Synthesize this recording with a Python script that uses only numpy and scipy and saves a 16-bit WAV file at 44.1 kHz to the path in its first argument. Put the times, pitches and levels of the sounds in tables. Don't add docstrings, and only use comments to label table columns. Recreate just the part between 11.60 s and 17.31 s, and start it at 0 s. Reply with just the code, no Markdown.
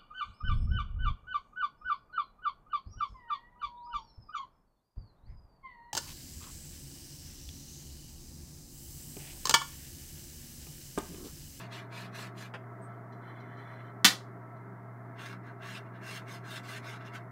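import sys
import numpy as np
from scipy import signal
from scipy.fft import rfft, irfft
from scipy.io import wavfile
from scipy.ndimage import uniform_filter1d

SR = 44100
rng = np.random.default_rng(int(sys.argv[2]) if len(sys.argv) > 2 else 0)


def master_out(mix):
    frames = np.transpose(np.atleast_2d(mix))
    ceiling = np.clip(frames, -1, 1)
    pcm = np.round(ceiling * 32767).astype(np.int16)
    wavfile.write(sys.argv[1], SR, pcm)


N = 251811
FIRM_STROKE_DB = -52.5

# start in seconds, length in seconds, level in dB, lean (rise from start
# to end) in dB, treble against the scrape in dB.
FIRST_STROKES = [ (-0.037, 0.097, -53, -6.5, -11.5), (0.128, 0.11, -53.5, -17.5, -11.5),
                 (0.329, .132, -52, 2, -10), (0.553, 0.12, -49.5, -8, -7), (0.782, 0.088, -54.5, -5.5, -6),
                 ]
SECOND_STROKES = [ (3.595, 0.14, -53, -4.5, -8.5), (3.839, 0.057, -71, 11, -9), (4.027, 0.15, -51, 8.5, -8),
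                  (4.257, .021, -74.5, -3, -20), (4.347, 0.026, -67, 2, -20), (4.432, 0.15, -52, 10, -3),
                  (4.682, 0.088, -55, 1, -3.5), (4.849, 0.13, -53, 14.5, -4),
                  (5.039, 0.14, -53.5, 9.5, -3.5), (5.246, 0.12, -53.5, -2.5, -8),
                  (5.41, 0.025, -63, -9, -17), (5.444, 0.038, -59, 11, -11), (5.529, 0.036, -56, 14, -6), ]
# start in seconds, length in seconds, level in dB, lean in dB.
FINGER_SLIDES = [ (1.28, 0.1, -68, -1), (1.617, 0.16, -58.5, 8), (1.806, 0.21, -56, 4), (2.0, .17, -53, 4),
                 (2.208, 0.095, -54, -3), ]
# start in seconds, relative level in dB, thud weight in dB.
DAB_HITS = [(0.592, -24, -8), (0.9392, -20, -7), (0.945, -22.5, -10), (.955, -26, -8), (1.202, -55, 28)]
# start in seconds, relative level in dB.
RAP_HITS = [(2.4459, 1.5), (2.4474, -1), (2.45, 1.5), (2.453, -8), (2.4585, -6)]
FINGER_HITS = [(1.525, -45), (1.802, -44), (1.971, -47), (2.966, -56)]
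# frequency in Hz, relative level in dB, uncapped T60 in seconds.
EASEL_MODES = [(195, -3, 0.19), (213, -14, 0.16), (292.6, -10, 0.2), (473, -14.5, .16), (1055, -14, .25),
               (1146, -8.5, 0.12), (1494, -5.5, .15), (1811, -2.5, 0.17), (1800, 1.5, .15), (3054, -5, .16),
               (3066, -3, 0.11), (3490, -2, .15), (3700, -5, .15), (3630, 0, .16), (3570, -0.5, 0.19),
               (3918, -4, 0.13), (3900, -5.5, 0.14), (4210, 0, 0.17), (4250, -2, 0.2), (4645, -5, .2),
               (5020, -6, 0.2), (6400, -8.5, .1), (6360, -10.5, .15), (7300, -12, .13)]

# frequency in Hz, relative spectral density in dB.
BRISTLE_SPECTRUM = [(700, -11.5), (1100, 0), (1700, 2), (2200, -1.5), (2600, 3.5), (3200, -3.5),
                    (4200, -3.5), (4800, -6), (6500, -9), (9000, -13.5), (12500, -17), (15500, -21)]
DAB_SPECTRUM = [(200, -11), (400, -4), (700, 5), (1200, -0.5), (1600, 5.5), (2000, -3), (2500, -1),
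                (3300, -5.5), (4200, -26), (5000, -13.5), (5600, -26), (10000, -33), (15000, -50)]
RAP_SPECTRUM = [(60, -60.5), (125, -35.5), (175, -4.5), (235, -13), (300, -11.5), (420, -26), (510, -13),
                (650, -28), (850, -9.5), (1100, -7), (1850, -3), (2600, -8), (3200, -3), (4200, -3),
                (5200, -6), (7000, -10.5), (9500, -16.5), (12800, -18.5), (15500, -20.5)]
SLIDE_SPECTRUM = [(300, -9), (880, -3), (1500, 0), (2120, 2), (2670, -24), (3050, -21.5), (4160, -27),
                  (5000, -36), (5800, -38), (9000, -37.5), (15000, -41)]
TICK_SPECTRUM = [(500, -22), (2500, -12), (4000, 6), (6500, -3.5), (8000, -16), (15000, -24)]
FAN_SPECTRUM = [(20, -25), (60, -25), (95, -6), (170, 1), (330, -1.5), (480, -9), (800, -8), (1100, -5.5),
                (1500, -8.5), (1800, -13), (2120, -14), (2320, -28), (2750, -39), (3800, -44), (9000, -45),
                (11000, -43), (15000, -43)]

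# centre in Hz, width in Hz, lift in dB.
CANVAS_RESONANCES = [(1120, 70, 5.5), (1290, 36, 3), (1620, 61, 3), (1647, 91, 7), (1990, 49, 6.5),
                     (2341, 33, 10), (2750, 70, 2), (3512, 70, 5.5), (4120, 70, 8), (5040, 150, 1.5),
                     (5670, 98, -9)]
FIRST_TUFT_RESONANCES = [(1969, 410, -1), (2590, 350, -2.5), (3530, 300, 2.5), (4160, 930, 3)]
SECOND_TUFT_RESONANCES = [(2571, 320, -7.5), (4120, 700, -3.5), (4800, 250, 0)]
DRUM_RESONANCE = [(184.4, 28, 15)]
HANDLE_RESONANCES = [(3090, 94, 17.5), (3430, 65, 18.5), (4065, 120, 19.5), (5650, 89, 14), (5980, 70, 14)]
DUCT_RESONANCES = [(187, 8.3, 7.5), (239.3, 3.4, 6), (293, 16, 2), (397.6, 34, 10), (647.5, 26, 13),
                   (696, 32, 13.5), (945, 29, 6), (1141, 20, 5.5), (1320, 21, 12), (1700, 12, 2),
                   (2080, 14, 6.5)]

# frequency in Hz, T60 in seconds.
ROOM_DECAY = [(200, .36), (700, .34), (1400, 0.22), (3000, 0.21), (6000, 0.22), (10000, 0.21),
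              (15000, 0.18)]


def brush(strokes, tuft, body_db, body_follow, scrape_db, hiss_db, fizz_db, flicks_per_s=5000):
    sizes = gain_of(3 * np.minimum(rng.exponential(1, N), 4)) * rng.choice([-1, 1], N)
    flicks = sizes * (rng.random(N) < flicks_per_s / SR) * gain_of(0.9 * wander(rate_hz=60))
    scratch = colour(flicks, BRISTLE_SPECTRUM, list(CANVAS_RESONANCES) + list(tuft))
    scratch = studio(scratch, near_db=-2.5, tail_db=-3, near_t60_s=0.045)
    scratch = moving_contact(scratch, depth_db=3)
    level_db, treble_db = run_envelope(strokes)
    body = band(scratch, 340, 2400) * gain_of(body_db + body_follow * (level_db - FIRM_STROKE_DB))
    scrape = band(scratch, 2274, 4300) * gain_of(level_db + scrape_db)
    hiss = band(scratch, 4490, 6400) * gain_of(level_db + 0.5 * treble_db + hiss_db)
    fizz = band(scratch, 6530, 17000) * gain_of(level_db + treble_db + fizz_db)
    return body + scrape + hiss + fizz


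def run_envelope(strokes, brighten_db=4):
    scrape_power, fizz_power = np.zeros((2, N))
    for start_s, length_s, db, lean_db, treble_db in strokes:
        level_db, slowness = stroke(start_s, length_s, db, lean_db)
        scrape_power += gain_of(level_db) ** 2
        fizz_power += gain_of(level_db + treble_db - brighten_db * slowness) ** 2
    return 10 * np.log10(scrape_power), 10 * np.log10(fizz_power / scrape_power)


def stroke(start_s, length_s, db, lean_db, arch_db=3.5, land_db_per_s=744, lift_db_per_s=518):
    t = np.arange(N) / SR - start_s
    position = np.clip(t / length_s, 0, 1) - 0.5
    slowness = abs(2 * position) ** 1.4
    fade_db = land_db_per_s * np.maximum(-t, 0) + lift_db_per_s * np.maximum(t - length_s, 0)
    level_db = db + lean_db * position - arch_db * slowness - fade_db
    return np.maximum(level_db, -160), slowness


def moving_contact(x, depth_db, patch_bins=3, patch_frames=16):
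    spectra = signal.stft(x, nperseg=512, noverlap=384)[2]
    patches = uniform_filter1d(rng.standard_normal(spectra.shape), patch_bins, axis=0)
    patches = unit_rms(uniform_filter1d(patches, patch_frames, axis=1))
    return signal.istft(spectra * gain_of(depth_db * patches), nperseg=512, noverlap=384)[1][:N]


def canvas_drum(gain_db=-58, follow=0.083):
    level_db, _ = run_envelope(list(FIRST_STROKES) + list(SECOND_STROKES))
    push = gain_of(follow * (level_db - FIRM_STROKE_DB)) * rng.standard_normal(N)
    spectrum = [(60, -49), (140, -8), (200, 0), (300, -7), (600, -23.5), (3000, -71.5)]
    return gain_of(gain_db) * colour(push, spectrum, DRUM_RESONANCE)


def dabs(thud_hz=200, thud_t60_s=0.1, thud_db=-28, tick_db=-2):
    ticks, thuds = np.zeros((2, N))
    t = np.arange(SR // 4) / SR
    for start_s, db, weight_db in DAB_HITS:
        add(ticks, start_s, gain_of([db]))
        envelope = gain_of(db + weight_db + thud_db - 60 * t / thud_t60_s)
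        add(thuds, start_s, envelope * np.sin(2 * np.pi * thud_hz * t))
    ticks = studio(colour(ticks, DAB_SPECTRUM), near_db=7, tail_db=-3.5, near_t60_s=0.074)
    return gain_of(tick_db) * ticks + thuds


def easel_rap(crack_db=3.5, ring_db=-24.5, max_t60_s=0.24, attack_s=0.00023):
    contacts, ring = np.zeros((2, N))
    t = np.arange(SR // 2) / SR
    for start_s, db in RAP_HITS:
        add(contacts, start_s, gain_of([db]))
    for hz, db, t60_s in EASEL_MODES:
        envelope = gain_of(db - 60 * t / min(t60_s, max_t60_s)) * (1 - np.exp(-t / attack_s))
        add(ring, RAP_HITS[0][0], envelope * np.sin(2 * np.pi * (hz * t + rng.random())))
    crack = studio(colour(contacts, RAP_SPECTRUM), near_db=4, tail_db=2, near_t60_s=0.075)
    return gain_of(crack_db) * crack + gain_of(ring_db) * ring


def fingers(uneven_db=2, slip_hz=14):
    grip = sum(gain_of(stroke(*slide)[0]) for slide in FINGER_SLIDES)
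    rub = colour(rng.standard_normal(N), SLIDE_SPECTRUM, HANDLE_RESONANCES)
    rub = unit_rms(moving_contact(rub, depth_db=3.5))
    ticks = np.zeros(N)
    for start_s, db in FINGER_HITS:
        add(ticks, start_s, gain_of([db]))
    ticks = colour(ticks, TICK_SPECTRUM, HANDLE_RESONANCES)
    ticks = studio(ticks, near_db=3, tail_db=-2, near_t60_s=0.099)
    return rub * grip * gain_of(uneven_db * wander(slip_hz)) + ticks


def squeak(peak_s=1.245, half_width_s=0.024, centre_hz=8450, width_hz=900, level_db=-65):
    spectrum = [(100, -29), (8000, 0), (15000, -14)]
    whistle = colour(rng.standard_normal(N), spectrum, [(centre_hz, width_hz, 28)])
    envelope = np.exp(-((np.arange(N) / SR - peak_s) / half_width_s) ** 2)
    return gain_of(level_db) * unit_rms(whistle) * envelope


def fan(hum_hz=120, hum_db=-48.5, rush_db=-50, waver_db=0.4):
    hum = unit_rms(np.sin(2 * np.pi * hum_hz * np.arange(N) / SR))
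    hum *= gain_of(hum_db + waver_db * wander(rate_hz=7))
    rush = unit_rms(colour(rng.standard_normal(N + SR), FAN_SPECTRUM, DUCT_RESONANCES)[SR:])
    rush *= gain_of(rush_db + waver_db * wander(rate_hz=3))
    return hum + rush


def studio(x, near_db, tail_db, near_t60_s, echoes_per_s=4000, onset_s=0.0015):
    t = np.arange(SR // 2) / SR
    near, tail = rng.standard_normal((2, len(t))) * (1 - np.exp(-(t / onset_s) ** 2))
    near *= (rng.random(len(t)) < echoes_per_s / SR) * gain_of(-60 * t / near_t60_s)
    hz, frame_s, spectra = signal.stft(tail, SR, nperseg=256)
    decay = gain_of(-60 * frame_s / curve_at(ROOM_DECAY, hz)[:, None])
    tail = signal.istft(spectra * decay, SR)[1][:len(t)]
    echoes = gain_of(near_db) * near / np.linalg.norm(near)
    echoes += gain_of(tail_db) * tail / np.linalg.norm(tail)
    return x + signal.fftconvolve(x, echoes)[:N]


def colour(x, spectrum, resonances=(), fft_size=16384):
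    hz = abs(np.fft.fftfreq(fft_size, 1 / SR))
    lift_db = sum(db / (1 + (2 * (hz - centre_hz) / width_hz) ** 2)
                  for centre_hz, width_hz, db in resonances)
    log_gain = np.log(gain_of(curve_at(spectrum, hz) + lift_db))
    response = np.exp(np.conj(signal.hilbert(log_gain)))
    taps = np.fft.ifft(response).real[:fft_size // 2]
    return signal.fftconvolve(x, taps / np.linalg.norm(taps))[:len(x)]


def band(x, low_hz, high_hz):
    hz = np.fft.rfftfreq(len(x), 1 / SR) + 1
    passed = rfft(x) / (1 + (low_hz / hz) ** 16) / (1 + (hz / high_hz) ** 16)
    return unit_rms(irfft(passed, len(x)))


def wander(rate_hz):
    hz = np.fft.rfftfreq(N, 1 / SR)
    return unit_rms(irfft(rfft(rng.standard_normal(N)) * np.exp(-(hz / rate_hz) ** 2), N))


def curve_at(points, hz):
    points_hz, values = np.transpose(points)
    return np.interp(np.log(hz + 1), np.log(points_hz + 1), values)


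def add(mix, start_s, sound):
    part = mix[round(start_s * SR):][:len(sound)]
    part += sound[:len(part)]


def gain_of(db):
    return 10 ** (np.asarray(db) / 20)


def unit_rms(x):
    return x / np.sqrt(np.mean(x ** 2) + 1e-20)


def scene():
    first = brush(FIRST_STROKES, FIRST_TUFT_RESONANCES, body_db=-51, body_follow=0.57,
                  scrape_db=-0.95, hiss_db=-3.5, fizz_db=0.5)
    second = brush(SECOND_STROKES, SECOND_TUFT_RESONANCES, body_db=-48, body_follow=0.48,
                   scrape_db=-0.77, hiss_db=-4.5, fizz_db=-1.45)
    return (first + second + canvas_drum() + dabs() + fingers() + easel_rap() + squeak() + fan())[None]


def record(dry, ceiling=0.9, cutoff_hz=15750):
    rounded = dry / (1 + (dry / ceiling) ** 6) ** (1 / 6)
    lowpass = signal.firwin(511, cutoff_hz, window=("kaiser", 9), fs=SR)
    return signal.oaconvolve(rounded, lowpass[None], "same")


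dry = scene()
out = record(dry)
master_out(out)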